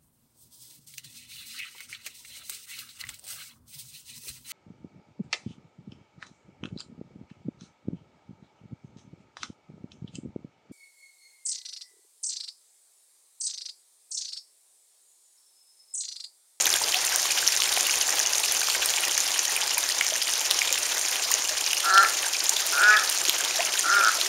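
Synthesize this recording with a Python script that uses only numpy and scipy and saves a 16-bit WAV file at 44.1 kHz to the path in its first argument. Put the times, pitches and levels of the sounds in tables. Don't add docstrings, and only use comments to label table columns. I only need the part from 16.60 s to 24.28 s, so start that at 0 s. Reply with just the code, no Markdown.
import sys
import numpy as np
from scipy import signal
from scipy.fft import rfft, irfft
from scipy.io import wavfile
from scipy.ndimage import uniform_filter1d

SR = 44100
rng = np.random.default_rng(int(sys.argv[2]) if len(sys.argv) > 2 else 0)


def digitize_waveform(pressure):
    field = np.atleast_2d(pressure).T
    bounded = np.clip(field, -1, 1)
    quanta = np.round(bounded * 32767).astype(np.int16)
    wavfile.write(sys.argv[1], SR, quanta)


def how_loud(loudness_db):
    steps = np.asarray(loudness_db, float) / 20
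    return 10 ** steps


N = 338688
YARD_DB = -12
NOTCH_HZ = 7870
LOW_TICK_DB = -12


def evened(x):
    return x / np.sqrt(np.mean(x ** 2) + 1e-20)


def steadied(x, window_s):
    width = int(window_s * SR)
    power = uniform_filter1d(uniform_filter1d(x ** 2, width), width)
    return x / np.sqrt(power)


def add(mix, start_s, sound):
    part = mix[round(start_s * SR):][:len(sound)]
    part += sound[:len(part)]


def coloured(x, points):
    hz, db = np.transpose(points)
    f = np.fft.rfftfreq(len(x), 1 / SR)
    gain = how_loud(np.interp(np.log(f + 1), np.log(hz), db))
    return irfft(rfft(x) * gain, len(x))


def wander(rate_hz, size=N):
    width = int(SR / rate_hz)
    return evened(uniform_filter1d(uniform_filter1d(rng.standard_normal(size), width), width))


def bubble(hz, cycles, rise):
    u = np.arange(int(1.9 * cycles * SR / hz)) * hz / SR
    shape = (1 - np.exp(-u / 0.38)) ** 2 * np.exp(-3 * u / cycles)
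    turns = u + rise * u ** 2 / (2 * cycles)
    return shape / shape.max() * np.sin(2 * np.pi * turns)


def tick(noise, decay_s):
    burst = (noise[2:] - noise[:-2]) * np.exp(-np.arange(len(noise) - 2) / SR / decay_s)
    return burst / abs(burst).max()


def splashed(sound, noise, splash_db, decay_s):
    trail = noise ** 3 * np.exp(-np.arange(len(noise)) / SR / decay_s)
    trail *= how_loud(splash_db) / np.linalg.norm(trail)
    trail[0] = 1
    return np.convolve(sound, trail)


def nearby(x, tail_db):
    # delay_s, level_db
    stones = [
        (.0058, -26.5),
        (.0097, -24),
    ]
    yard_t60_s = 0.25
    at = np.arange(400, SR // 2, 20)
    room = np.zeros(SR // 2 + 20)
    fade = how_loud(-60 * at / SR / yard_t60_s)
    room[at + rng.integers(0, 20, len(at))] = rng.choice([-1., 1.], len(at)) * fade
    room *= how_loud(tail_db) / np.linalg.norm(room)
    room[0] = 1
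    for delay_s, level_db in stones:
        room[round(delay_s * SR)] += how_loud(level_db)
    return signal.oaconvolve(x, room)[:N]


def spray(patchy_db, gust_db):
    frames = N // 64 + 5
    a, b, patches = rng.standard_normal((frames, 129, 3)).T
    patches = evened(uniform_filter1d(uniform_filter1d(patches, 12, 0), 14, 1))
    share = np.clip(np.fft.rfftfreq(256, 1 / SR)[:, None] / 3000 - .3, 0, 1)
    gusts = share * wander(120.0, size=64 * frames)[::64]
    bands = (a + 1j * b) * how_loud(patchy_db * patches + gust_db * gusts)
    return evened(signal.istft(bands, nperseg=256, noverlap=192)[1][:N])


def strikes(per_s, spread_db, clump):
    size = how_loud(spread_db * np.minimum(rng.exponential(1, N), 3.1))
    return size * (rng.random(N) < per_s / SR * clump)


def patter():
    bubbles_per_s, ticks_per_s = 1200, 300
    bubbles_db, ticks_db = -0.5, -4
    clump = np.exp(1.8 * np.tanh(0.65 * wander(110.)))
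    clump /= clump.mean()
    clumped = strikes(bubbles_per_s, 7.44, clump)
    even = strikes(bubbles_per_s, 4.1, 1)
    kind = rng.integers(0, 48, N)
    pitch_hz = np.linspace(np.sqrt(300), np.sqrt(15000), 48) ** 2
    bubbles, ticks = np.zeros(N), np.zeros(N)
    for k, hz in enumerate(pitch_hz):
        one = bubble(hz, 6.3 * rng.uniform(0.59, 1.96), 0.29)
        contact = tick(rng.standard_normal(len(one) + 2), 0.00021)
        one = one + how_loud(-1.5) * min(hz / 3000, 1) * contact
        one = splashed(one, rng.standard_normal(900), splash_db=-3.5, decay_s=0.0016)
        one *= hz ** 0.24 / np.linalg.norm(one)
        size = clumped if k > 8 else even
        bubbles += signal.oaconvolve(size * (kind == k), one)[:N]
    size = strikes(ticks_per_s, 11.0, clump)
    for k in range(16):
        one = rng.standard_normal(200) * np.exp(-np.arange(200) / SR / 0.00053)
        one = signal.lfilter([1, -.5 - k / 32], [1], one)
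        one = splashed(one, rng.standard_normal(900), splash_db=-8.0, decay_s=0.0074)
        ticks += signal.oaconvolve(size * (kind % 16 == k), one / np.linalg.norm(one))[:N]
    return how_loud(bubbles_db) * evened(bubbles) + how_loud(ticks_db) * evened(ticks)


def waterfall():
    # time_s, level_db
    flow = [(0.0, -24), (0.19, -26.5), (1.41, -25), (1.63, -25.5), (3.31, -27.5), (3.81, -27),
            (5.18, -27.5), (6.22, -27), (7.68, -27)]
    # pitch_hz, level_db (per Hz)
    water_colour = [(20, -29), (70, -16), (200, -26), (330, -10), (750, -3.5), (1250, -5), (2200, -2.5),
                    (4300, -2.5), (6400, 1), (7300, -0.5), (8800, -6), (13000, -14.5), (16000, -21)]
    spray_db, fizz_db, fizz_fade_db_per_s = 0.5, -6.5, -0.24
    t = np.arange(N) / SR
    level_db = np.interp(t, *np.transpose(flow))
    wash = how_loud(spray_db) * spray(patchy_db=2.13, gust_db=1.5)
    water = coloured(wash + nearby(patter(), YARD_DB), water_colour)
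    rumble = signal.sosfiltfilt(signal.butter(2, 250, fs=SR, output="sos"), water)
    water = rumble + steadied(water - rumble, 0.06) * np.std(water)
    fizz = signal.sosfiltfilt(signal.butter(6, NOTCH_HZ, "high", fs=SR, output="sos"), water)
    fizz_level = how_loud(fizz_db - 1.0 + fizz_fade_db_per_s * t)
    return how_loud(level_db - 0.5) * (evened(water - fizz) + fizz_level * evened(fizz))


def hum(rows, octave_db):
    s, hz, db = np.transpose(rows)
    t = np.arange(N) / SR
    turn = 2 * np.pi * np.cumsum(np.interp(t, s, hz)) / SR
    level = np.sqrt(2) * how_loud(np.interp(t, s, db, left=-120, right=-120))
    return uniform_filter1d(level, 4000) * (np.sin(turn) + how_loud(octave_db) * np.sin(2 * turn))


def pump():
    # time_s, pitch_hz, level_db
    pump_curve = [(0., 72.5, -66.5), (2.5, 72.7, -73), (4.1, 71.7, -74.5), (5.1, 68.8, -73), (5.4, 71, -83)]
    return hum(pump_curve, octave_db=-1.5)


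def strays(count, top_db, span_db, low_hz, high_hz):
    when, size, pitch = rng.random((count, 3)).T
    return list(zip(when * N / SR, top_db - span_db * size, low_hz + (high_hz - low_hz) * pitch))


def clear_drops():
    # start_s, peak_db, bubble_hz, tick_db (relative to the bubble)
    small_drops = [(0.008, -1, 6740, -23), (0.0425, -6, 6640, -18), (0.1022, -4, 6040, -14),
                   (0.1276, -6, 4670, -7), (0.559, -4, 6760, -6), (0.7205, -7.5, 6670, -4),
                   (0.8758, 0, 5530, -21), (0.9637, -2.5, 6300, -21), (1.0196, -16, 6420, -1),
                   (1.208, -1, 6800, -20), (1.309, -6, 5800, -17), (1.5926, -4.5, 6100, -18),
                   (1.7536, -7.5, 6050, -18), (1.921, -12, 7180, -10), (2.577, -3.5, 6240, -14),
                   (2.603, -2, 6500, -28), (2.7915, -0.5, 6100, -26), (3.465, -6, 6250, -25),
                   (3.736, -6, 6340, -9), (3.9893, -3, 5900, -25), (4.126, -1, 6740, -10),
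                   (4.715, -6.5, 7200, 1), (4.7395, 1, 6240, -26), (5.063, -7, 5800, -13),
                   (5.38, -5, 5300, -26), (5.8928, 1.5, 6600, -21), (6.0645, -21.5, 5700, 13),
                   (6.575, -5.5, 6560, -20), (6.6835, -5.5, 6400, -21), (7.1926, -3.5, 6800, -15)]
    # start_s, peak_db, bubble_hz
    low_drops = [(0.056, -5.5, 3550), (0.1387, -7, 3300), (0.3435, -5.5, 2900), (0.7746, -11, 3130),
                 (1.0196, -5, 3220), (1.584, -10, 2950), (1.95, -14, 2900), (2.0996, -7, 4240),
                 (2.2884, -12, 4200), (2.3374, -10, 3220), (2.374, -12, 2400), (3.289, -6.5, 4740),
                 (3.4099, -5.5, 2070), (3.91, -3, 3700), (4.0167, -9, 2220), (5.1317, -9, 2760),
                 (5.256, -18, 3500), (5.376, -5.5, 3070), (5.447, -11, 2120), (5.9663, -8, 3420),
                 (6.339, -13, 2310), (6.371, -10, 3330), (6.4927, -7.5, 4920), (6.6513, -9, 4070),
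                 (6.6949, -2, 3250), (7.005, -13.5, 2470), (7.174, -11, 3700), (7.447, -8, 5400),
                 (7.483, -9, 4300), (7.6126, -7, 3850)]
    # loudest_db, span_db, lowest_hz, highest_hz
    stray_range = (-6.5, 21, 4800, 7200)
    crown_ratio = (1.1, 2.25)
    crown_db = -6
    rows = small_drops + [(*row, LOW_TICK_DB) for row in low_drops + strays(28, *stray_range)]
    for s, db, hz in low_drops:
        rows.append((s, db + crown_db, hz * rng.uniform(*crown_ratio), LOW_TICK_DB))
    out = np.zeros(N)
    for s, db, hz, tick_db in rows:
        contact = tick(rng.standard_normal(200), 0.0011)
        ring = splashed(bubble(hz, 6.1, .08), rng.standard_normal(500), splash_db=-8., decay_s=0.0025)
        add(out, s + 0.00069, how_loud(db + tick_db - 1.5) * contact)
        add(out, s + .0008, how_loud(db - 1.5) * ring)
    return out


def spits():
    # start_s, peak_db, bubble_hz
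    tiny_drops = [(0.0553, -13, 12700), (0.1386, -11.5, 8450), (0.45, -13.5, 8750), (0.5591, -11.5, 8800),
                  (0.8849, -15, 11000), (1.1374, -15, 9400), (1.268, -13.5, 9800), (1.5923, -17, 8460),
                  (1.7983, -13, 8700), (1.8517, -16, 9000), (1.921, -11.5, 10000), (1.9958, -16.5, 9630),
                  (2.2584, -7, 8100), (2.4059, -16, 8800), (2.4508, -17, 8600), (2.577, -13.5, 9450),
                  (2.9638, -12, 9500), (3.1797, -10, 10000), (3.909, -12, 9200), (4.1854, -16.5, 10500),
                  (4.3927, -13, 8720), (4.7144, -17, 8680), (5.1308, -16, 9300), (5.8408, -17, 9800),
                  (5.894, -9.5, 8460), (6.218, -14, 8600), (6.4971, -11.5, 8900), (6.6942, -13, 12100),
                  (7.1966, -14, 9100), (7.5448, -21, 10100)]
    # loudest_db, span_db, lowest_hz, highest_hz
    stray_range = (-17, 3, 8400, 10300)
    out = np.zeros(N)
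    for s, db, hz in tiny_drops + strays(30, *stray_range):
        contact = tick(rng.standard_normal(200), 0.00071)
        contact = splashed(contact, rng.standard_normal(500), splash_db=-1.0, decay_s=0.0031)
        add(out, s + 0.00072, how_loud(db - 1.5) * contact)
        add(out, s + 0.0011, how_loud(db + 3.5) * bubble(hz, 12.5, 0.02))
    return out


def plops():
    # start_s, peak_db, bubble_hz, ring_cycles
    plop_rows = [(0.214, -20, 880, 11), (0.652, -23, 1080, 12), (0.998, -23, 1060, 8.2),
                 (1.173, -16.5, 730, 5.4), (1.802, -24, 870, 9.9), (2.085, -16.5, 1210, 4.3),
                 (2.341, -24.5, 734, 7), (2.374, -27, 865, 14), (2.886, -27, 776, 9.8),
                 (3.027, -23.5, 835, 13), (3.172, -22.5, 920, 16), (3.521, -24.5, 610, 12),
                 (3.81, -26, 850, 15), (4.11, -29, 519, 13), (4.707, -19.5, 1035, 8),
                 (4.908, -31.5, 606, 32), (5.667, -26, 880, 12), (5.92, -28.5, 895, 41),
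                 (6.683, -25, 326, 2.7), (7.584, -27, 640, 5.8)]
    out = np.zeros(N)
    for s, db, hz, cycles in plop_rows:
        add(out, s, how_loud(db - 3.0) * bubble(hz, max(cycles, 2), 0.1))
    return out


def gurgle(length_s, start_hz, end_hz, db):
    size = int(length_s * SR)
    hz = np.linspace(start_hz, end_hz, size) * (1 + 0.039 * wander(250., size=size))
    level = how_loud(db + 2 * wander(300., size=size)) * signal.windows.tukey(size, .6)
    return level * np.sin(2 * np.pi * np.cumsum(hz) / SR)


def gurgles():
    # start_s, length_s, start_hz, end_hz, level_db
    gurgle_rows = [
        (0.333, 0.057, 740, 780, -32.5),
        (2.298, 0.043, 384, 765, -43),
        (6.945, 0.018, 734, 795, -35),
        (6.987, 0.028, 620, 772, -24.5),
        (6.994, 0.028, 874, 1000, -34),
        (7.0, .018, 536, 500, -40),
        (7.627, 0.075, 373, 395, -42),
    ]
    out = np.zeros(N)
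    for s, *shape in gurgle_rows:
        add(out, s, gurgle(*shape))
    return out


def resonate(x, hz, width_hz):
    turn = np.exp(2j * np.pi * np.cumsum(hz * np.ones(len(x))) / SR)
    r = np.exp(-np.pi * width_hz / SR)
    return 2 * (turn * signal.lfilter([(1 - r) ** 2], [1, -2 * r, r * r], x / turn)).real


def quack(rows, pitch, voice_row, head):
    # pitch_hz, width_hz
    bill = (1712, 240)
    # pitch_hz, width_hz, level_db
    chest = [(410, 160, -28), (5200, 700, -27)]
    throat_width_hz, throat_sag_hz_per_db = 172, 2
    gape_db, gape_drop_hz = -4, 150
    rough_per_db = [.008, .045]
    s, *columns = np.transpose(rows)
    t = np.arange(s[0], s[-1], 1 / SR)
    effort_db, bill_db = (np.interp(t, s, c) for c in columns)
    top_hz, rough_top, weak_end = voice_row
    push_db = effort_db - effort_db.max()
    through = (t - s[0]) / (s[-1] - s[0])

    gape = np.clip((bill_db - gape_db) / 4.2, 0, 1)
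    throat_hz = top_hz + throat_sag_hz_per_db * push_db - gape_drop_hz * gape
    rough = np.clip(rough_top - push_db * np.interp(through, [.4, .7], rough_per_db), 0, .7)
    weak = np.clip(weak_end * (through / .74) ** 3, 0, .9)

    jitter = 1 + 0.0823 * rough * wander(187.0, size=len(t))
    turns = np.cumsum(np.interp(t, *np.transpose(pitch)) * jitter) / SR
    pulses = sum(np.cos(2 * np.pi * k * turns) for k in range(1, 30))
    pulses *= 1 - weak * (.5 - .5 * np.cos(np.pi * turns))
    pulses *= how_loud(10.3 * rough * wander(250., size=len(t)))
    breath = (0.29 + np.exp(-(turns % 1) / 0.37)) * rng.standard_normal(len(t))
    drive = (1 - rough) * evened(pulses) + rough * evened(breath)

    throat = resonate(drive, throat_hz, throat_width_hz)
    voice = steadied(throat - how_loud(bill_db) * resonate(drive, *bill), 0.012)
    lead_db = .3 * push_db
    husky = drive + .6 * evened(breath)
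    body = sum(how_loud(db + np.sign(f - 1500) * lead_db) * resonate(husky, f, w) for f, w, db in chest + head)
    call = how_loud(effort_db) * (voice + body / np.std(throat))
    return s[0], call * signal.windows.tukey(len(t), .1)


def duck():
    # time_s, effort_db, bill_opening_db
    efforts = [
        [(5.225, -41, -14), (5.262, -31, -28), (5.285, -29, -11), (5.307, -26, -8), (5.345, -23, -13),
         (5.38, -19, -11), (5.445, -25, -1), (5.485, -43, -4), (5.55, -52, -4)],
        [(6.115, -37, -17), (6.135, -34.5, -29), (6.205, -27, -19), (6.232, -22, -13), (6.285, -19.5, -15),
         (6.308, -22.5, 0), (6.344, -20.5, 7), (6.368, -27.5, -3), (6.46, -41, -0.5)],
        [(7.228, -35.5, -16), (7.255, -32.5, -28), (7.33, -24.5, -11), (7.375, -21, -10), (7.418, -29, -20),
         (7.445, -25, -25), (7.49, -23.5, -19), (7.502, -35.5, -14), (7.58, -59, -8)],
    ]
    # time_s, pitch_hz
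    pitches = [
        [(5.23, 140), (5.283, 154), (5.307, 186), (5.345, 191.5), (5.382, 198), (5.42, 198.5), (5.44, 195.5)],
        [(6.12, 134), (6.165, 145), (6.216, 181), (6.232, 207), (6.3, 212.4), (6.345, 212), (6.44, 211)],
        [(7.24, 143), (7.28, 153), (7.33, 206), (7.41, 199), (7.43, 214), (7.5, 220)],
    ]
    # throat_hz, roughness at full effort (0-1), alternate-pulse weakening at the end (0-1)
    voices = [(1390, .09, .2), (1445, .05, .3), (1395, .14, .8)]
    # pitch_hz, width_hz, level_db
    heads = [
        [(746, 190, -19.5), (4190, 230, -18)],
        [(727, 200, -21), (2420, 420, -21.5)],
        [(680, 370, -24.5), (2230, 270, -28)],
    ]
    out = np.zeros(N)
    for call in zip(efforts, pitches, voices, heads):
        add(out, *quack(*call))
    return out


def far_engine():
    # time_s, pitch_hz, level_db
    engine_curve = [
        (6.45, 153.9, -85),
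        (6.614, 155.3, -68.5),
        (7.4, 161.5, -68),
    ]
    return hum(engine_curve, octave_db=-30.)


def scene():
    duck_yard_db, bass_cut_hz = -7, 310
    pond = clear_drops() + spits() + plops() + gurgles()
    close = nearby(pond, YARD_DB) + how_loud(4.5) * nearby(duck(), duck_yard_db)
    close = signal.sosfilt(signal.butter(5, bass_cut_hz, "high", fs=SR, output="sos"), close)
    return (waterfall() + close + pump() + far_engine())[None]


def band_limit(x):
    return signal.sosfilt(signal.butter(12, 16670, fs=SR, output="sos"), x)


def record(dry):
    notch_width_hz, edge_hz = 760, 15750
    notched = signal.lfilter(*signal.iirnotch(NOTCH_HZ, NOTCH_HZ / notch_width_hz, SR), dry)
    f = np.fft.rfftfreq(N, 1 / SR)
    top = how_loud(np.interp(f, [edge_hz, edge_hz + 90], [0, -60]))
    return band_limit(irfft(rfft(notched) * top, N))


dry = scene()
out = record(dry)
digitize_waveform(out)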